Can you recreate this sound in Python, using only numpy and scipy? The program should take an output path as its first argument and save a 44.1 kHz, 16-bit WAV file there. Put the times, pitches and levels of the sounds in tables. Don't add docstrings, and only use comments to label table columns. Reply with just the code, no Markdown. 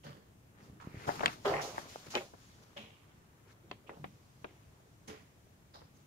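import sys
import numpy as np
from scipy import signal
from scipy.io import wavfile
from scipy.ndimage import uniform_filter1d

SR = 44100
rng = np.random.default_rng(int(sys.argv[2]) if len(sys.argv) > 2 else 0)


def invert_db(x):
    u = np.asarray(x, float) / 20
    return 10 ** u


def generate_wav(sig):
    pcm = np.round(np.clip(np.atleast_2d(sig).T, -1, 1) * 32767).astype(np.int16)
    wavfile.write(sys.argv[1], SR, pcm)


N = 267290

# (frequency [Hz], likeness [-1 to 1])
NEAR = [(100, 0.93), (400, 0.9), (1000, 0.54), (2500, 0.14), (6000, 0.19), (14000, 0.12)]
# (time [s], left-right balance [dB])
PLACE = [(0, -2.5), (.6, 1), (.81, -3.5), (1.0, -0.5), (1.09, 3.5), (1.2, -0.5), (1.26, 2.5), (1.45, 0.33),
         (1.63, -3), (1.79, 2), (2.15, -0.5), (2.4, 0.8), (2.77, -0.9), (3.5, 0), (3.9, -1), (4.5, 0),
         (5.08, -2), (5.75, -2)]


def evened(x):
    return x / np.sqrt(np.mean(x ** 2) + 1e-20)


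def read(points, hz):
    f, value = np.transpose(points)
    return np.interp(np.log(hz + 1), np.log(f + 1), value)


def add(mix, s, sound):
    part = mix[..., max(round(s * SR), 0):][..., :sound.shape[-1]]
    part += sound[..., :part.shape[-1]]


def resonate(x, hz, width):
    turn = np.exp(2j * np.pi * np.cumsum(hz * np.ones(x.shape[-1])) / SR)
    r = np.exp(-np.pi * width / SR)
    return 2 * (turn * signal.lfilter([1 - r], [1, -r], x / turn)).real


def placed(pair, pan_db):
    spacing_s = .00043
    lag = round(spacing_s * SR * np.tanh(np.mean(pan_db) / .8))
    pair = pair * invert_db(np.outer([.5, -.5], pan_db))
    return np.array([np.roll(pair[0], max(-lag, 0)), np.roll(pair[1], max(lag, 0))])


def balance(s):
    return np.interp(s, *np.transpose(PLACE))


def diffuse(source, colour, likeness, patchy_db, size):
    hz, t, (a, b) = signal.stft(source, SR, nperseg=size, noverlap=size * 3 // 4)
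    patches = uniform_filter1d(rng.standard_normal(a.shape), size // 64, 0)
    patches = evened(uniform_filter1d(patches, 16, 1))
    same = np.clip(read(likeness, hz), -1, 1)[:, None]
    pair = np.array([a, same * a + np.sqrt(1 - same ** 2) * b])
    pair = pair * invert_db(read(colour, hz)[:, None] + patchy_db * patches)
    return evened(signal.istft(pair, SR, nperseg=size, noverlap=size * 3 // 4)[1][:, :N])


def room_tone():
    # (frequency [Hz], level [dB per Hz])
    quiet = [(12, -35), (20, -24), (40, -18), (60, -9), (107, 2.5), (204, -12), (337, -12.5), (520, -18),
             (900, -21), (2530, -28.5), (4800, -34), (6500, -31), (8500, -35), (16000, -37)]
    # (frequency [Hz], likeness [-1 to 1])
    likeness = [(60, 0.97), (130, 0.95), (290, 0.67), (640, 0.25), (1410, -0.28), (3100, -0.094),
                (6820, -0.1), (15000, -0.04)]
    tone = diffuse(rng.standard_normal((2, N)), quiet, likeness, patchy_db=0.8, size=1024)
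    return invert_db(-62 + np.array([[.6], [-.6]])) * tone


def bedroom(x):
    # (frequency [Hz], decay by 60 dB [s])
    walls = [(200, 0.23), (1000, 0.07), (4000, 0.33), (12000, 0.25)]
    taps = np.zeros((2, SR // 2))
    at = np.arange(260, SR // 2 - 20, 20) + rng.integers(0, 20, (2, (SR // 2 - 261) // 20))
    np.put_along_axis(taps, at, rng.choice([-1., 1.], at.shape), 1)
    hz, t, z = signal.stft(taps, SR, nperseg=256)
    tail = signal.istft(z * invert_db(-60 * t / read(walls, hz)[:, None]), SR, nperseg=256)[1]
    return signal.fftconvolve(x, tail / np.linalg.norm(tail[0]), axes=1)[:, :N]


def puff(db, hz, t60):
    t = np.arange(6000) / SR
    rise = 0.069 * t60
    swing = -np.sin(2 * np.pi * hz * t) * invert_db(db - 60 * t / max(t60, .01))
    swing = swing * np.minimum(t / max(rise, .001), 1)
    swing = signal.lfilter(*signal.butter(2, 70, "high", fs=SR), swing)
    return swing * invert_db(np.array([[2.4], [2.1]]))


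def puffs():
    # (time [s], peak level [dB], pitch [Hz], ring t60 [s])
    swings = [
        (0.045, -44, 146.2, 0.3),
        (0.628, -42, 109, 0.036),
        (0.666, -67.5, 116, 0.038),
        (0.698, -33.5, 107, 0.011),
        (0.73, -41, 175, 0.025),
        (0.872, -26.5, 161, 0.013),
        (0.944, -27, 132, 0.011),
        (0.969, -34.5, 102.7, 0.047),
        (4.011, -44, 139.3, 0.21),
    ]
    out = np.zeros((2, N))
    for s, db, hz, t60 in swings:
        add(out, s, puff(db, hz, t60))
    return out


def knocks():
    # (time [s], peak level [dB], pitch [Hz], ring
    # t60 [s])
    drum_notes = [(.045, -50, 578, 0.23), (0.049, -52.5, 217.5, 0.34), (0.171, -52, 197, .12),
                  (1.067, -42, 420, 0.036), (1.075, -44, 800, 0.044), (1.083, -40, 700, 0.029),
                  (1.2585, -27.5, 7040, 0.008), (1.2592, -21, 3300, .012), (1.2595, -26, 800, .02),
                  (1.2792, -30, 2700, .015), (1.264, -34, 1897, 0.018), (1.448, -32.5, 584, 0.18),
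                  (1.452, -37.5, 784, 0.18), (1.459, -25.5, 399, 0.16), (1.461, -31, 686, 0.042),
                  (1.477, -38, 444, 0.058), (1.486, -33, 400.4, 0.16), (1.504, -34, 760, 0.06),
                  (1.4785, -30, 620, .03), (1.489, -29, 704, .025), (1.5095, -30, 595, 0.057),
                  (1.521, -32, 720, .05), (1.5455, -32, 900, 0.033), (1.4595, -35, 2000, .02),
                  (1.533, -34, 585.5, 0.15), (1.536, -32.5, 1890, 0.065), (1.543, -36, 420, 0.14),
                  (1.556, -33, 590, 0.077), (1.59, -32.5, 800, 0.074), (1.5, -43.5, 143.7, 0.86),
                  (2.152, -33, 365, 0.17), (2.157, -39, 599, 0.17), (2.762, -45, 570, 0.14),
                     (2.78, -50.5, 217.3, 0.28), (2.763, -61, 3130, 0.07), (3.634, -56, 334, 0.13),
                     (3.968, -53, 710, 0.086), (3.991, -47, 150, .2), (1.2325, -26, 760, 0.013),
                     (1.2375, -27.5, 580, 0.03), (1.205, -31.5, 910, 0.038), (2.1535, -28.5, 3070, 0.035),
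                     (2.175, -35, 380, .07), (2.149, -34, 520, .05), (2.166, -32, 480, .05),
                     (3.713, -35.5, 2640, 0.019), (3.894, -51, 1510, 0.035), (1.0765, -33, 890, .03),
                     (1.086, -34, 760, .03), (1.096, -34, 720, .08), (.039, -55, 900, .03),
                     (3.9695, -53, 800, .03), (2.3365, -52, 800, .03), (4.799, -57, 650, 0.041),
                     (5.077, -51, 216, 0.19), (5.09, -52, 292, 0.23), (5.095, -46.5, 430, 0.28),
                     (5.824, -58.5, 700, .02)]
    out = np.zeros((2, N))
    for s, db, hz, t60 in drum_notes:
        add(out, s, placed(puff(db, hz, t60), balance(s)))
    return out


def snap(db, hz, edge_db, shiver_db, pan_db):
    t = np.arange(-300, 4000) / SR
    after = np.maximum(t, 0)
    flip = np.cos(2 * np.pi * hz * t - .3) + .35 * np.sin(4 * np.pi * hz * t)
    flip = flip * np.exp(-(t * hz / .7) ** 2)
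    noise = rng.standard_normal((3, 2, len(t)))
    bands_hz = [[hz * .5, min(hz * 2.5, 4200)], [220, 800], [2600, 7500]]
    high, low, sharp = (evened(signal.lfilter(*signal.butter(2, band_hz, "band", fs=SR), n))
                        for band_hz, n in zip(bands_hz, noise))
    high = high * invert_db(-60 * after * hz / 35)
    low = invert_db(4.0) * low * np.sqrt(700 / hz) * invert_db(-60 * after / 0.053)
    shiver = (high + low) * np.sin(np.pi / 2 * np.clip(t * hz, 0, 1)) ** 2
    shiver = signal.lfilter(*signal.butter(3, min(hz * 2.75, 5200), fs=SR), shiver)
    sharp = (sharp + .25 * noise[0]) * invert_db(-60 * after / .005) * np.exp(np.minimum(t, 0) / .0004)
    return placed((flip + invert_db(shiver_db) * shiver + invert_db(edge_db + 4) * sharp) * invert_db(db), pan_db)


def creases():
    # (time [s], peak level [dB], pitch [Hz], shiver level [dB], left-right balance [dB])
    crisp = [(1.193, -31.5, 1190, -15, 8), (1.2245, -31, 1140, -20, 1.5), (1.754, -46, 1830, -9, -5),
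             (1.855, -46, 590, -26, 0), (1.957, -31, 674, -23, 0.5), (2.064, -51, 586, -12.5, 1.5),
             (2.079, -55.5, 930, -3, -5), (2.151, -17.5, 3050, -15, 4.5), (2.335, -45.5, 676, -5.5, 3.5),
             (3.644, -77, 815, -22, 9), (3.968, -68, 729, -19, 2), (4.797, -59, 611, -11, -1.5),
             (5.468, -56, 515, -22, 0.5), (5.815, -58, 900, 3, 0)]
    # (time [s], peak level [dB], pitch [Hz], shiver level [dB], left-right balance [dB])
    dull = [(1.0897, -17, 770, -25, 3.5), (1.205, -31, 1250, -5, 9), (1.2315, -22, 770, -10, 2.5),
            (1.237, -33, 540, -9, -2), (1.2775, -28, 2300, -8.5, -1), (1.7795, -22.5, 850, -20, 3),
            (3.711, -35.5, 2010, -2, 0), (3.844, -60, 443, -30, 0), (3.892, -35, 1110, -9.5, 0),
            (4.04, -36, 1220, -2.5, 2), (4.442, -34, 1160, -4.5, 1)]
    # (time [s], peak level [dB], pitch [Hz], shiver level [dB], left-right balance [dB])
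    fold = (1.2574, -10, 1900, -20, 5)
    lead_s = 200 / 44100
    out = np.zeros((2, N))
    for rows, edge_db in (crisp, -28), (dull, -45), ([fold], -24):
        for s, db, hz, shiver_db, pan_db in rows:
            add(out, s - lead_s, snap(db, hz, edge_db, shiver_db, pan_db))
    return out


def crackle(per_s, spread_db, smooth):
    slips = (rng.random((2, N)) < per_s / SR) * rng.standard_normal((2, N))
    slips *= invert_db(spread_db * np.minimum(rng.exponential(1, (2, N)), 4))
    return evened(slips) + smooth * rng.standard_normal((2, N))


def stroke(grain, start, db, rise, fade, *hz):
    rise, fade = max(rise, .002), max(fade, .03)
    at = np.arange(round(start * SR), min(round((start + rise + fade) * SR), N))
    t = at / SR - start
    shape = np.clip(t / rise, 0, 1) ** 1.58 * invert_db(db - 60 * np.maximum(t - rise, 0) / fade)
    sound = evened(grain(at, *hz) * shape) * np.sqrt(np.mean(shape ** 2))
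    return at[0] / SR, placed(sound, balance(start + rise))


def strokes(rows, grain):
    out = np.zeros((2, N))
    for row in rows:
        add(out, *stroke(grain, *row))
    return out


def pushes():
    # (frequency [Hz], level [dB per Hz])
    air_colour = [(40, -45), (70, -12), (120, -2), (200, -4.5), (300, -8.5), (500, -41.5)]
    # (start [s], strength [dB], rise [s], time to fade 60 dB [s])
    gusts = [(.034, -53, 0.054, 0.6), (.4, -67.5, 0.043, 1), (.53, -59, 0.14, 1), (.8, -57.5, 0.096, 2),
             (.95, -57, 0.13, -0.5), (1.066, -41, 0.014, 0.2), (1.14, -48, 0.072, -0.5),
             (1.21, -46, 0.022, .5), (1.446, -48, 0.0049, 1.2), (1.72, -59.5, 0.083, 1),
             (2.06, -56, 0.031, 0.4), (2.13, -57.5, 0.047, 0.29), (2.3, -75.5, 0.026, 1),
             (2.53, -62, 0.064, 0.1), (2.763, -58.5, 0.0079, .5), (3.62, -61.5, 0.092, 1),
             (3.88, -54.5, 0.17, 0.4), (4.38, -69.5, 0.024, 3.5), (5.075, -55.5, 0.005, .5),
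             (5.9, -69, .04, 3)]
    push = diffuse(crackle(150, 4.0, 1.05), air_colour, NEAR, 1.2, size=1024)
    return strokes(gusts, lambda at: push[:, at])


def sliding_grain():
    # (frequency [Hz], level [dB per Hz])
    hiss_colour = [(2500, -6.5), (3800, -4.5), (5500, -4.5), (7000, -5.5), (7800, -14), (11000, -15.5),
                   (15500, -20)]
    slide = diffuse(crackle(6000, 2.6, 1.8), hiss_colour, NEAR, 1.4, size=256)
    return lambda at: slide[:, (at + 7 * at[0]) % N]


def slides(slid):
    # (start [s], strength [dB], rise [s], time to fade 60 dB [s])
    swipes = [(.03, -60, 0.015, 0.4), (.55, -66.5, 0.1, 0.36), (.8, -65.5, 0.012, 0.5),
              (.85, -53.5, 0.3, 1.2), (1.066, -52, 0.004, 1.2), (1.09, -62, 0.023, 0.5),
              (1.2, -54, 0.03, 0.6), (1.25, -52.5, 0.085, 0.1), (1.39, -58.5, 0.062, 0),
              (1.446, -48.5, 0.0067, 1.25), (1.604, -45.5, 0.014, 0.73), (1.72, -53, 0.07, 0.5),
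              (1.855, -54, 0.04, 1.8), (2.06, -55, 0.0091, -0.5), (2.098, -50, 0.0084, 0.5),
              (2.148, -48.5, 0.0045, 0.45), (2.16, -75, .011, -8), (2.3, -65, 0.13, 2.5),
              (2.61, -62, 0.027, -0.05), (2.763, -59, 0.0073, .5), (3.44, -65.5, 0.089, -1.16),
              (3.85, -72.5, 0.043, 11.5), (4.4, -73, 0.026, 0.2), (5.072, -53, 0.007, 0.25),
              (5.09, -62, 0.019, 0.6), (5.735, -64, 0.0078, 0.33), (5.9, -73, 0.071, 1.5)]
    return strokes(swipes, slid)


def rustling_grain():
    # (frequency [Hz], level [dB per Hz])
    rustle_colour = [(600, -13.5), (1000, -2.5), (1500, -8.5), (2500, -10), (3500, -6.5), (5500, -13.5),
                     (7500, -41)]
    return diffuse(crackle(1500, 2.8, .7), rustle_colour, NEAR, 1.5, size=256)


def rubs(rustle, slid):
    # (start [s], strength [dB], rise [s], time to fade 60 dB [s], pitch [Hz])
    rubbings = [(2.762, -55.5, 0.004, 0.3, 3000), (2.77, -63, 0.014, .45, 2600),
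                (5.07, -62, .008, .15, 10500), (0.94, -71, 0.168, -0.3, 1700), (0.87, -65, .01, 0, 1160),
                (2.2, -65, 0.014, -0.3, 2930), (5.93, -71, 0.04, 0, 6630),
                (1.258, -35.5, 0.0024, 0.04, 2900), (2.1, -53, .012, 0.25, 6500),
                (2.102, -52, 0.023, 0.17, 5150), (2.172, -42, .005, .08, 2300),
                (2.14, -47, .006, 0.07, 2300), (5.074, -56, 0.0093, 0.18, 6000),
                (5.077, -61.5, 0.012, .28, 2880), (5.74, -64, 0.011, 0.2, 790),
                (1.525, -43.5, 0.014, 0.23, 1900), (1.456, -44.5, .003, 0.25, 2900),
                (1.61, -46, 0.0086, .35, 6000), (1.612, -50.5, 0.016, .2, 4200),
                (1.47, -50.5, .01, .5, 4800), (3.893, -53, .003, 0.1, 1750), (3.862, -66, 0.011, 0.3, 2500),
                (0.033, -64, 0.032, .5, 4470)]

    def rubbed(at, hz):
        band_hz = .33 * hz
        return resonate(resonate(rustle[:, at] + slid(at), hz, band_hz), hz, band_hz)

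    return strokes(rubbings, rubbed)


def rustles(rustle):
    # (start [s], strength [dB], rise [s], time to fade 60 dB [s], pitch [Hz])
    swishes = [(.03, -56, 0.039, 0.53, 1670), (.5, -65.5, 0.094, 1, 1640), (.795, -55.5, 0.0064, 1.6, 1170),
               (.83, -52, .23, -1, 1660), (1.066, -42.5, 0.0098, 0.7, 1130), (1.12, -66, 0.092, -6, 1250),
               (1.203, -39, 0.004, 0.07, 1270), (1.222, -36, 0.018, 0.18, 1150),
               (1.26, -34.5, 0.0036, 0.04, 2290), (1.278, -46, .003, .18, 1300),
               (1.445, -34.5, 0.0083, 0.7, 1290), (1.505, -38.5, 0.028, 0.57, 1500),
               (1.56, -45, .035, .15, 1600), (1.6, -53, 0.0077, -2, 1650), (1.73, -52, 0.03, 0.8, 1600),
               (1.87, -67, 0.19, -1, 1440), (2.06, -56, 0.01, 0.1, 1760), (2.095, -51.5, 0.041, 0.21, 1960),
               (2.151, -38, 0.004, 0.2, 2300), (2.33, -70, 0.049, 15, 1500), (2.61, -74, 0.015, 1.4, 1300),
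               (2.763, -53, 0.0073, 0.71, 2450), (3.44, -65, 0.07, -0.6, 1760),
               (3.8, -64.5, 0.17, -0.05, 1314), (5.075, -53, 0.008, 0.5, 1946),
               (5.735, -61, .01, 0.3, 4200)]
    # (start [s], strength [dB], rise [s], time to fade 60 dB
    # [s], pitch [Hz])
    further = [(.028, -60.5, 0.01, 0.53, 2930), (2.762, -53, 0.0057, 0.16, 1880),
               (3.715, -61, .011, 0.21, 2220), (3.86, -66.5, 0.018, 0.18, 2596),
               (4.045, -65, 0.015, 0.22, 2000), (4.45, -67.5, 0.017, 0.72, 2360),
               (5.15, -69, 0.016, 0.4, 1660), (.86, -69, 0.27, .15, 2180), (3.68, -68, 0.029, 0.078, 2970),
               (5.733, -59, 0.01, 0.42, 1160), (5.734, -61.5, 0.007, 0.41, 5170)]

    def pitched(at, hz):
        band = resonate(resonate(rustle[:, at], hz, 1590), hz, 1590)
        return evened(0.192 * rustle[:, at] + band)

    return strokes(swishes + further, pitched)


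def bends():
    # (frequency [Hz], level [dB per Hz])
    boom_colour = [(88, -55.5), (150, -19), (291, -9.5), (404, -1), (459, -16.5), (776, -8.5), (1220, -9),
                   (1600, -12.5), (2080, -53), (3520, -120)]
    # (frequency [Hz], bandwidth [Hz], level [dB])
    modes = [
        (420, 27.8, -3),
        (570, 102, 2),
        (800, 16, 7),
    ]
    # (start [s], strength [dB], rise [s], time to fade 60 dB [s], pitch [Hz])
    flexings = [(.037, -54, 0.012, 0.57, 504), (.53, -63.5, 0.091, 1.5, 350), (.8, -53.5, 0.34, 1, 357),
                (1.062, -34.5, 0.028, -0.47, 692), (1.092, -41, 0.0034, 0.2, 750),
                (1.203, -40, 0.0039, 0.1, 634), (1.262, -57, 0.0091, -0.5, 530),
                (1.31, -62, 0.027, 0.5, 550), (1.446, -32.5, 0.0038, 0.7, 560),
                (1.495, -38, 0.025, 0.8, 650), (1.72, -68, 0.16, -2, 400), (1.87, -70, 0.14, 1, 533),
                (2.06, -50, 0.009, -0.2, 477), (2.115, -64, 0.031, 0.5, 457),
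                (2.135, -39.5, 0.01, 0.2, 755), (2.202, -46, 0.0046, .2, 517),
                (2.155, -31, 0.0064, 0.06, 344), (2.53, -63.5, 0.11, -1, 503),
                (2.76, -53.5, 0.007, 0.53, 545), (3.45, -62.5, 0.026, 0, 450), (3.62, -79, 0.0054, 2, 435),
                (3.8, -60, 0.13, 0, 447), (4.4, -93, 0.26, -5, 440), (4.72, -68.5, 0.15, 0.2, 440),
                (5.076, -54, 0.013, 0.4, 422), (5.735, -58, 0.01, 0.4, 650)]
    # (start [s], strength [dB], rise [s], time to fade 60 dB [s], pitch [Hz])
    further = [
        (3.64, -70.5, 0.0025, 1.5, 410),
        (3.895, -52.5, 0.005, 0.34, 480),
        (3.967, -59, 0.004, 0.12, 700),
        (4.445, -63, 0.0089, 0.85, 329),
        (5.077, -55, 0.0075, 0.3, 240),
        (.08, -85, 0.094, -2, 594),
    ]
    flex = diffuse(crackle(1500, 2.6, .8), boom_colour, NEAR, 1.2, size=512)
    ringing = sum(invert_db(db) * signal.lfilter(*signal.iirpeak(hz, hz / width_hz, SR), flex)
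                  for hz, width_hz, db in modes)
    flex = evened(flex + 0.38 * evened(ringing))

    def bent(at, hz):
        return evened(0.12 * flex[:, at] + resonate(flex[:, at], hz, 200))

    return strokes(flexings + further, bent)


def handling():
    rustle, slid = rustling_grain(), sliding_grain()
    return bends() + rustles(rustle) + rubs(rustle, slid) + slides(slid) + pushes()


def scene():
    snaps = creases()
    echoes = invert_db(-15.5) * bedroom(snaps)
    return room_tone() + puffs() + knocks() + snaps + echoes + handling()


def band_limit(x):
    return signal.sosfilt(signal.butter(12, 16450, fs=SR, output="sos"), x)


def record(dry):
    edge_hz = 15720
    lowpass = signal.firwin(511, edge_hz, window=("kaiser", 9), fs=SR)
    limited = signal.oaconvolve(dry, lowpass[None], "same")
    return band_limit(limited)


dry = scene()
out = record(dry)
generate_wav(out)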